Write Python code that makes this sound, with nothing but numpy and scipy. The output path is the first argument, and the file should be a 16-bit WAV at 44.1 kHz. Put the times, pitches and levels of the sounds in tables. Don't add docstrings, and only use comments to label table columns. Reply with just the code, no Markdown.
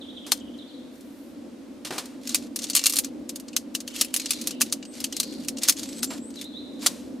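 import sys
import numpy as np
from scipy import signal
from scipy.fft import rfft, irfft, next_fast_len
from scipy.io import wavfile
from scipy.ndimage import uniform_filter1d, map_coordinates

SR = 44100
rng = np.random.default_rng(int(sys.argv[2]) if len(sys.argv) > 2 else 0)


def generate_wav(signal):
    frames = np.transpose(np.atleast_2d(signal))
    scaled = np.clip(frames, -1, 1) * 32767
    pcm = np.round(scaled).astype(np.int16)
    wavfile.write(sys.argv[1], SR, pcm)


N = 317520

# start in seconds, level in dB,
# bright tone in Hz, treble in dB, hollow tone in Hz, its level in dB, low knock in dB, second contact's
# delay in seconds, its level in dB against the first, left minus right in dB, length of the scrape
# before the snap in seconds, its level in dB against the snap.
FERRULE_SNAPS = [(0.319, -2.5, 6180, -1.5, 3210, -5, -11, 0.0036, -13, 4, 0.003, -34),
                 (4.0114, -4.5, 5400, -1, 2880, -6, -13.5, 0.0028, -2, 0.5, 0.026, -32),
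                 (4.6099, -10, 6300, 0, 2775, 2, -8.5, 0.0057, 7, 0.5, 0.0076, -22),
                 (5.6856, -1, 6300, -1, 2550, -10, -12, 0.01, 0.5, 0.5, 0.0086, -23),
                 (6.0304, -10, 9100, 0.5, 3050, -12, -10, 0.013, -5.5, 2.5, 0.0059, -25),
                 (6.8622, -2, 4660, -4.5, 3340, -3, -9, 0.0037, 0.5, 2, 0.0027, -32)]
# start in seconds, level in dB, bright tone in Hz,
# treble in dB, hollow tone in Hz, its level in dB, number of rebounds.
LOOSE_CLACKS = [(0.374, -39, 6000, -5, 3300, -13, 0), (0.577, -50, 7500, -3, 3000, -18, 0),
                (0.955, -50, 5500, -2, 2700, -13, 0), (1.008, -43.5, 5130, -1, 2600, -20, 0),
                (2.056, -30.5, 8400, -5, 2700, -18, 0), (2.2733, -19, 5470, -4.5, 2740, -9, 0),
                (2.293, -16.5, 6100, -7, 4010, -3, 0), (2.319, -29, 6000, -5, 3670, -8, 0),
                (2.3457, -4.5, 10200, -0.5, 2490, -9, 0), (2.354, -9, 7150, -7, 2460, -4, 0),
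                (2.5603, -13, 5980, -0.5, 2420, -15, 0), (2.5898, -17.5, 6400, -7, 3700, -14, 0),
                (2.6196, -21, 4370, -7, 2730, -20, 0), (2.632, -20.5, 6200, -7, 3620, -3, 0),
                (2.641, -14, 6600, -8, 2900, -23, 0), (2.668, -28, 6140, -15, 3100, -10, 1),
                (2.6995, -13.5, 4560, -3, 2580, -16, 1), (2.733, -18, 4850, -16, 2770, -14, 0),
                (2.7511, -2, 7000, 0.5, 2910, -4, 0), (2.7635, -5, 6650, 0, 2740, -8, 0),
                (2.77, -6.5, 7200, -2, 2780, -6, 2), (2.793, -13, 4140, -9, 2890, 0, 0),
                (2.839, -10, 3920, -5, 2750, -3, 1), (2.858, -3, 4340, -4, 2630, -4.5, 0),
                (2.8658, -2, 9300, 1, 4300, -3, 0), (2.871, -23, 4220, -12, 2780, -12, 0),
                (2.897, -11.5, 8100, 0, 3900, -17, 1), (2.924, -17, 6100, 3, 2660, -30, 0),
                (2.9356, -12.5, 5800, 0, 3020, -23, 0), (2.958, -15, 7600, 3.5, 2600, -23, 0),
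                (2.967, -9, 7450, 0, 2630, -22, 1), (2.9854, -15, 4630, 0, 2550, -14, 0),
                (2.9875, -7, 9500, 3, 2530, -16, 0), (3.046, -18.5, 5920, -3.5, 2740, -9, 0),
                (3.2927, -18, 6100, -1.5, 2360, -19, 0), (3.3583, -21, 6580, -2.5, 3100, -14, 0),
                (3.399, -30.5, 10600, -1.5, 3500, -3, 0), (3.483, -27, 4700, -16, 2700, -18, 0),
                (3.531, -33.5, 4400, -17, 2800, 4, 1), (3.565, -5.5, 6160, -3, 2930, -7.5, 0),
                (3.75, -9.5, 4030, -5.5, 2680, -1, 0), (3.804, -22, 4250, -3.5, 2600, -8, 0),
                (3.877, -20.5, 4430, -4.5, 2900, 2, 0), (3.962, -23, 6700, -0.5, 2840, 6.5, 0),
                (4.047, -24, 5200, 2, 2620, 2, 0), (4.141, -10.5, 10840, -0.5, 2860, -2, 1),
                (4.1633, -10, 10550, 0.5, 2920, -11, 1), (4.198, -15.5, 4000, -8, 2380, -2, 0),
                (4.217, -24, 5000, -8, 2820, -1, 0), (4.2585, -12.5, 5070, -14, 3080, -2, 0),
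                (4.307, -5.5, 3480, -2.5, 2790, -3.5, 0), (4.319, -16, 4240, -6, 2690, -3, 0),
                (4.333, -18, 4330, -6, 2420, -15, 0), (4.355, -34, 4200, -10, 2700, -12, 0),
                (4.414, -19, 5000, -3.5, 2580, -21, 0), (4.4721, -10, 6660, 0, 2120, -25, 0),
                (4.5086, -18, 5400, -6, 2720, -12, 0), (4.62, -19, 4630, 2, 2820, -6, 1),
                (4.7248, -7, 6000, -4, 3090, -9, 0), (4.827, -29.5, 3750, -27, 2750, 5, 0),
                (4.852, -32.5, 4770, -13, 2770, 3, 0), (5.003, -23.5, 5130, 2, 2600, -9, 0),
                (5.042, -10, 6470, -2, 3060, -1, 0), (5.1253, -18, 4840, -10, 3090, 3.5, 0),
                (5.1665, -16, 5270, -2, 2700, -18, 0), (5.2, -6, 6380, -1.5, 3150, -25, 0),
                (5.231, -15.5, 5680, -6, 2570, -16, 0), (5.447, -32, 9500, -3, 2710, -2, 0),
                (5.4841, -11, 5500, -4, 2630, -10, 0), (5.571, -24, 5900, -14, 2970, 0.5, 0),
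                (5.584, -22.5, 5500, -8, 2960, -16, 0), (5.634, -7.5, 4300, -4.5, 3240, -21, 0),
                (5.723, -17, 6500, -5, 3170, -12, 0), (5.7673, -25, 6450, -13, 3300, -9, 0),
                (5.776, -26, 5000, -11, 3300, -2, 0), (5.7938, -18.5, 6830, -8, 3530, -16, 0),
                (5.8323, -19.5, 6500, -8, 3120, -10, 0), (6.304, -38, 6500, -8, 3180, -7, 0),
                (6.4132, -24, 6460, -1.5, 3360, 7.5, 0), (6.442, -37, 7000, 0, 3240, -3, 0)]


def pole(held_loosely_s=(2.72, 2.88)):
    out = np.zeros((2, N))
    for s, db, *_, scrape_s, scrape_db in FERRULE_SNAPS:
        add(out, s - scrape_s, amp(db + scrape_db) * graze(scrape_s))
    for s, db, pan_db, *voice in contacts():
        ring_db = -17.5 + 0.89 * db
        pan = amp(np.array([[.5], [-.5]]) * (pan_db + 0.66 * rng.standard_normal()))
        graze_s = 0.0041 * rng.uniform(0.76, 2.1)
        add(out, s - graze_s, pan * amp(ring_db - 15.5) * graze(graze_s))
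        add(out, s, pan * click(db, ring_db, *voice))
        if held_loosely_s[0] < s < held_loosely_s[1]:
            add(out, s, pan * amp(ring_db - 14.5) * free_ring())
    return out


def contacts(rebound_s=0.0068, rebound_loss_db=7.5, taps_per_s=10):
    rows = []
    snap_t60, clack_t60 = 0.046, 0.044
    for s, db, hz, treble_db, hollow_hz, hollow_db, *seating in FERRULE_SNAPS:
        knock_db, delay, second_db, pan_db = seating[:4]
        tones = (treble_db, hz, hollow_hz, hollow_db)
        rows.append((s, db, pan_db, snap_t60, knock_db, *tones))
        rows.append((s + delay, db + second_db, pan_db, snap_t60, knock_db - 9, *tones))
    loose = (1, clack_t60, -20.5)
    for s, db, hz, treble_db, hollow_hz, hollow_db, rebounds in LOOSE_CLACKS:
        tones = (treble_db, hz, hollow_hz, hollow_db)
        for k in range(round(rebounds) + 1):
            rows.append((s + k * rebound_s, db - k * rebound_loss_db, *loose, *tones))
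    for start, end, db in HAND_STROKES:
        for _ in range(round((end - start) * taps_per_s)):
            softness, octaves = rng.standard_normal(2) * (1.5, 0.34)
            hz = 4790 * 2 ** octaves
            tones = (-29.5, hz, 0.61 * hz, -19)
            rows.append((rng.uniform(start, end), db + 11.5 - softness, *loose, *tones))
    return rows


# pitch in Hz, level in dB, 60 dB decay in seconds.
SECTION_MODES = [(1162, -8.5, 0.037), (1413, -8, 0.029), (2830, -10, 0.0414), (4260, 1, 0.049),
                 (4460, -0.5, 0.031), (5216, -1, 0.058), (6740, 3, 0.04), (7300, -3, 0.037),
                 (7710, 0.5, 0.03), (8800, 10.5, 0.026), (9700, 3.5, 0.04), (10200, -3, 0.045),
                 (11350, -8, 0.032), (13200, -2, 0.035)]
# frequency in Hz, spectral level in dB.
CONTACT_SPECTRUM = [(290, -49.5), (450, -19.5), (750, -18), (1770, -14), (2770, -7), (3340, -5.5),
                    (4340, -0.5), (5550, -1), (6510, 0.5), (12300, -7), (15100, -16.5), (16000, -28.5)]


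def click(snap_db, ring_db, scatter_t60, knock_db, treble_db, bright_hz, hollow_hz, hollow_db):
    t = np.arange(SR // 11) / SR
    snap = causal(stereo_noise(len(t), side_db=-12.5) * amp(-60 * t / 0.0057), CONTACT_SPECTRUM)
    snap /= np.abs(snap).max()
    bounce = np.zeros_like(snap)
    add(bounce, 0.0018 * rng.uniform(0.43, 1.3), snap)
    modes = unit_attack(struck_modes(SECTION_MODES, t, spread_db=7.5, detune=0.0077))
    bright = unit_attack(amp(-60 * t / 0.037) * np.sin(2 * np.pi * bright_hz * t))
    hollow = unit_attack(hollow_tone(hollow_hz, t))
    ring = (modes + amp(-2) * bright + amp(hollow_db) * hollow) * (1 - np.exp(-t / 0.0005))
    faint_tail = amp(-28 - 60 * t / 0.5) * (1 - t / t[-1])
    fade = (1 - np.exp(-t / 0.0016)) * (amp(-60 * t / scatter_t60) + faint_tail)
    scatter = unit_attack(causal(stereo_noise(len(t), side_db=-8) * fade, CONTACT_SPECTRUM))
    attack = amp(snap_db - 0.6) * (snap + amp(-6.5) * bounce)
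    body = amp(ring_db) * (amp(-5.5) * ring + scatter)
    shelves = [(1300, knock_db + 19), (2400, 0.0062), (7500, 0.0086), (11000, treble_db + 3.5)]
    return causal(attack + body, shelves)


def struck_modes(modes, t, spread_db, detune):
    hz, db, t60 = np.transpose(modes)[:, :, None]
    strength, offset, phase = rng.standard_normal((3, len(modes), 1))
    angle = 2 * np.pi * (hz * (1 + detune * offset) * t + phase)
    return (amp(db + spread_db * strength - 60 * t / t60) * np.sin(angle)).sum(0)


def hollow_tone(hz, t, sections=6, detune=0.09):
    offset, phase = rng.standard_normal((2, sections, 1))
    angle = 2 * np.pi * (hz * (1 + detune * offset) * t + phase)
    main_mode = amp(-60 * t / 0.042) * np.sin(angle)
    lower_bending_mode = amp(-6 - 60 * t / 0.014) * np.sin(0.61 * angle)
    return (main_mode + lower_bending_mode).sum(0)


def graze(length_s):
    swell = amp(5.6 * np.linspace(-1, 0, int(length_s * SR)))
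    return swell * coloured_noise(CONTACT_SPECTRUM, side_db=-11, size=len(swell))


# pitch in Hz, level in dB, 60 dB decay in seconds.
UNDAMPED_MODES = [(2310, -10.5, 0.33), (2760, -1, 0.18), (2960, -10, 0.11), (4000, -4, 0.13),
                  (4400, 0, 0.17)]


def free_ring():
    return struck_modes(UNDAMPED_MODES, np.arange(SR // 4) / SR, spread_db=2, detune=0.002)


# start in seconds, end in seconds, level in dB.
HAND_STROKES = [(0.326, 0.419, -52), (2.206, 2.496, -47.5), (2.258, 2.39, -44.5), (2.583, 2.772, -44.5),
                (2.776, 3.027, -40.5), (3.027, 3.098, -40.5), (3.859, 4.145, -50.5), (3.933, 4.078, -37),
                (4.152, 4.56, -45.5), (4.63, 4.73, -47), (4.91, 5.081, -43.5), (5.075, 5.486, -49.5),
                (5.602, 5.724, -33), (5.745, 6.035, -45), (6.069, 6.214, -46.5), (6.332, 6.474, -46),
                (6.784, 6.888, -43), (6.71, 7.125, -66.5)]
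# frequency in Hz, spectral level in dB.
RUSTLE_SPECTRUM = [(530, -19), (900, -9.5), (1660, -5.5), (2070, -1), (3040, 0), (3470, 3.5), (4050, 3.5),
                   (6560, 1.5), (13000, -8), (15100, -27), (16000, -66.5)]
SWELL_S, FADE_S = 0.045, 0.05


def rustle(catches_per_s=170, catch_t60=0.025):
    effort, t = np.zeros(N), np.arange(SR // 30) / SR
    for start, end, db in HAND_STROKES:
        age = np.arange(0, end - start, 1 / SR)
        add(effort, start, amp(db) * np.minimum(age / SWELL_S, 1) * np.minimum(age[::-1] / FADE_S, 1))
    catches = (rng.random(N) < catches_per_s / SR) * rng.random(N) ** 2
    ticks = np.abs(signal.fftconvolve(catches, amp(-60 * t / catch_t60))[:N])
    texture = amp(0.55 * wobble(40)) * (1 + 2.6 * ticks)
    grid_hz = np.linspace(0, SR / 2, 2000)
    resonances = sum(1 / (1 + ((grid_hz - hz) / 70) ** 2) for hz, *_ in SECTION_MODES)
    hiss = coloured_noise(RUSTLE_SPECTRUM, side_db=-11)
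    tinted = filtered(hiss, lambda hz: 1 + 0.3 * np.interp(hz, grid_hz, resonances))
    return effort * unit(texture * tinted)


# start in seconds, level in dB, thud in dB against the crunch,
# 60 dB decay in seconds.
HAND_SCUFFS = [(0.264, -38.5, -8, 0.23), (1.848, -31, -7, 0.16), (1.869, -35, -11, 0.08),
               (1.906, -32.5, 7, 0.067), (1.922, -37.5, 1.5, 0.57), (1.980, -24, -7, 0.1),
               (4.009, -48, 4, 0.043), (6.104, -36.5, 3.5, 0.2), (6.826, -37, -6.5, 0.67)]
# frequency in Hz, spectral level in dB.
LITTER_SPECTRUM = [(410, -53.5), (700, -41), (922, 0), (1500, -5.5), (3990, 2.5), (8990, -1.5),
                   (14400, -12), (16000, -40)]


def scuffs():
    out, t = np.zeros((2, N)), np.arange(SR // 2) / SR
    soil_spectrum = [(50, -41), (130, -1), (400, 5), (1100, -1.5), (3000, -8), (9000, -48.5)]
    for s, db, thud_db, t60 in HAND_SCUFFS:
        grains = unit(amp(0.4 * jitter(len(t), smoothing=60)))
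        crunch = grains * coloured_noise(LITTER_SPECTRUM, side_db=-11, size=len(t))
        thud = coloured_noise(soil_spectrum, side_db=-20, size=len(t))
        envelope = amp(db - 60 * t / t60) * (1 - np.exp(-t / 0.0008))
        add(out, s, envelope * (crunch + amp(thud_db) * thud))
    return out


# frequency in Hz, spectral level in dB.
CLOTH_SPECTRUM = [(800, -20), (2200, -1), (5000, -8), (9000, 0), (13500, 5), (15000, -12), (16000, -35)]


def cloth_swish(start_s=0.9, end_s=1.36, db=-64):
    gate = curve([(start_s, 0), (start_s + SWELL_S, 1), (end_s - FADE_S, 1), (end_s, 0)])
    return gate * amp(db + 0.99 * wobble(17.7)) * coloured_noise(CLOTH_SPECTRUM, side_db=-4)


# start in seconds, length in seconds, middle pitch in Hz, level in dB.
WARBLER_CHIRPS = [(0.011, 0.017, 3620, -41.5), (0.03, 0.023, 3280, -52), (0.099, 0.012, 3510, -48),
                  (0.163, 0.023, 3530, -40.5), (0.235, 0.017, 3130, -50), (0.4, 0.02, 3200, -50),
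                  (0.475, 0.013, 3120, -54), (0.535, 0.02, 3260, -52), (0.585, 0.0163, 3770, -45.5),
                  (0.612, 0.02, 3550, -48), (0.675, 0.033, 4170, -56), (0.695, 0.023, 3590, -52),
                  (0.735, 0.023, 3930, -52), (6.358, 0.038, 3940, -43.5)]
WARBLER_SLURS = [(0.083, 0.023, 3560, -47.5), (6.433, 0.043, 3860, -47.5), (6.533, 0.064, 3810, -44.5)]
THIN_WHISTLES = [(4.855, 0.052, 8260, -50), (4.905, 0.036, 8200, -49), (5.81, 0.036, 7800, -52),
                 (5.87, 0.048, 7850, -43), (5.945, 0.078, 8100, -43), (6.05, 0.1, 7500, -46),
                 (6.21, 0.083, 8150, -45.5)]
FAR_NOTES = [(3.87, 0.093, 2970, -53), (4.05, 0.052, 3180, -58), (4.16, 0.11, 4250, -48.5),
             (4.28, 0.026, 5000, -44), (4.33, 0.038, 3980, -43), (4.5, 0.049, 2960, -49),
             (5.12, 0.085, 4070, -47), (5.21, 0.16, 4510, -51)]


def birds():
    return (
        bird(WARBLER_CHIRPS, octaves=-0.38, bend=0.87, detune=0.0095, waver=0.024, dry_db=-4.5, wet_db=0)
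        + bird(WARBLER_SLURS, octaves=0.31, bend=0.89, detune=0.006, waver=0.018, dry_db=-1.5, wet_db=2)
        + bird(THIN_WHISTLES, octaves=0.079, bend=1.44, detune=0.0028, waver=0.017,
               dry_db=-4.5, wet_db=-4)
        + bird(FAR_NOTES, octaves=-0.161, bend=0.47, detune=0.012, waver=0.068, dry_db=-8, wet_db=0.5))


def bird(notes, octaves, bend, detune, waver, dry_db, wet_db):
    song = np.zeros(N)
    for s, length, middle_hz, db in notes:
        progress = np.linspace(0, 1, max(int(length * SR), 2))
        glide = 2 ** (octaves * (progress ** bend - .5))
        hz = middle_hz * (1 + detune * rng.standard_normal()) * glide
        hz *= 1 + waver * jitter(len(hz), smoothing=40)
        arch = np.sqrt(np.abs(np.sin(np.pi * progress)))
        add(song, s, amp(db) * unit(arch * np.sin(2 * np.pi * np.cumsum(hz) / SR)))
    return amp(dry_db) * song + amp(wet_db) * forest_echo(song)


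# frequency in Hz, 60 dB decay in seconds.
FOREST_DECAY = [(2000, 1), (4000, 1), (9000, 0.53)]


def forest_echo(song):
    hz, t, noise = signal.stft(rng.standard_normal((2, SR)), SR, nperseg=256)
    trunks = amp(-60 * t / along(FOREST_DECAY, hz)[:, None])
    foliage = amp(6.5 - 60 * t / 0.044)
    mid, side = signal.istft(noise * (trunks + foliage), SR, nperseg=256)[1]
    tail = mid + amp(-2) * np.array([side, -side])
    return signal.fftconvolve(song[None], tail / np.linalg.norm(tail[0]), axes=1)[:, :N]


# time in seconds, level in dB.
ROAR_SWELL = [(0.0, -40.5), (0.5, -41.5), (1.25, -42.5), (1.5, -39.5), (1.75, -43), (2.1, -42.5),
              (2.3, -39), (2.8, -41.5), (3.2, -38), (3.45, -40.5), (4.1, -42.5), (4.65, -36.5),
              (4.92, -41.5), (5.35, -36.5), (5.7, -39.5), (5.95, -37), (6.5, -40), (7.2, -37.5)]
# frequency in Hz, spectral level in dB.
ROAR_SPECTRUM = [(22, -42), (35, -65), (55, -21), (150, -22), (180, -12), (200, -8.5), (235, 2), (290, 1.5),
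                 (335, -7), (395, -14.5), (460, -16.5), (490, -10.5), (600, -16), (700, -23), (1100, -35),
                 (2500, -68)]
# frequency in Hz, left-right correlation.
ROAR_CORRELATION = [(60, 0.96), (280, 0.84), (500, 0.6), (1200, 0.3)]


def distant_roar(flutter_db=0.93, flank_hz=185):
    def mid_side_gains(hz):
        width = np.arccos(np.clip(along(ROAR_CORRELATION, hz), -1, 1)) / 2
        return amp(along(ROAR_SPECTRUM, hz)) * [np.cos(width), np.sin(width)]

    mid, side = filtered(rng.standard_normal((2, N)), mid_side_gains)
    roar = unit(np.array([mid + side, mid - side]))
    level_db = curve(ROAR_SWELL)
    low_flank = filtered(roar, lambda hz: np.exp(-((hz - flank_hz) / 50) ** 2))
    flank_gain = amp(level_db - level_db.mean() - 2.5)
    roar += (flank_gain - 1) * low_flank
    return amp(level_db + 0.75 + flutter_db * wobble(11)) * roar


# frequency in Hz, spectral level in dB.
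AIR_SPECTRUM = [(530, -7), (900, -4.5), (2250, -9.5), (4150, -10.5), (4980, -12.5), (8760, -17),
                (13700, -23.5), (16000, -57)]


def air():
    return amp(-57) * coloured_noise(AIR_SPECTRUM, side_db=-5)


def amp(db):
    return 10 ** (np.asarray(db) / 20)


def unit(x):
    return x / np.sqrt(np.mean(x ** 2) + 1e-20)


def unit_attack(x):
    return x / np.sqrt(np.mean(x[..., :SR // 100] ** 2))


def along(points, hz):
    f, v = np.transpose(points)
    return np.interp(np.log(hz + 1), np.log(f + 1), v)


def curve(rows):
    return np.interp(np.arange(N) / SR, *np.transpose(rows))


def wobble(rate):
    return map_coordinates(rng.standard_normal(int(N * rate / SR) + 4), [np.arange(N) * rate / SR])


def jitter(size, smoothing):
    return unit(uniform_filter1d(rng.standard_normal(size), size=smoothing))


def filtered(x, response):
    n = x.shape[-1]
    padded = next_fast_len(n + 4096)
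    return irfft(rfft(x, padded) * response(np.fft.rfftfreq(padded, 1 / SR)), padded)[..., :n]


def causal(x, spectrum, size=8192):
    gain = amp(along(spectrum, np.fft.rfftfreq(size, 1 / SR)))
    cepstrum = irfft(np.log(gain + 1e-6))
    cepstrum[1:size // 2] *= 2
    cepstrum[size // 2 + 1:] = 0
    return irfft(rfft(x, size) * np.exp(rfft(cepstrum)))[..., :x.shape[-1]]


def stereo_noise(size, side_db):
    mid, side = rng.standard_normal((2, size))
    return unit(mid + amp(side_db) * np.array([side, -side]))


def coloured_noise(spectrum, side_db, size=N):
    return unit(filtered(stereo_noise(size, side_db), lambda hz: amp(along(spectrum, hz))))


def add(track, s, sound):
    part = track[..., max(round(s * SR), 0):][..., :sound.shape[-1]]
    part += sound[..., :part.shape[-1]]


def scene():
    birdsong = birds()
    close_by = pole() + scuffs() + rustle() + cloth_swish()
    return close_by + birdsong + distant_roar() + air()


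def record(dry):
    top_hz = 15900
    return filtered(np.clip(dry, -1, 1), lambda hz: 1 / np.sqrt(1 + (hz / top_hz) ** 160))


dry = scene()
out = record(dry)
generate_wav(out)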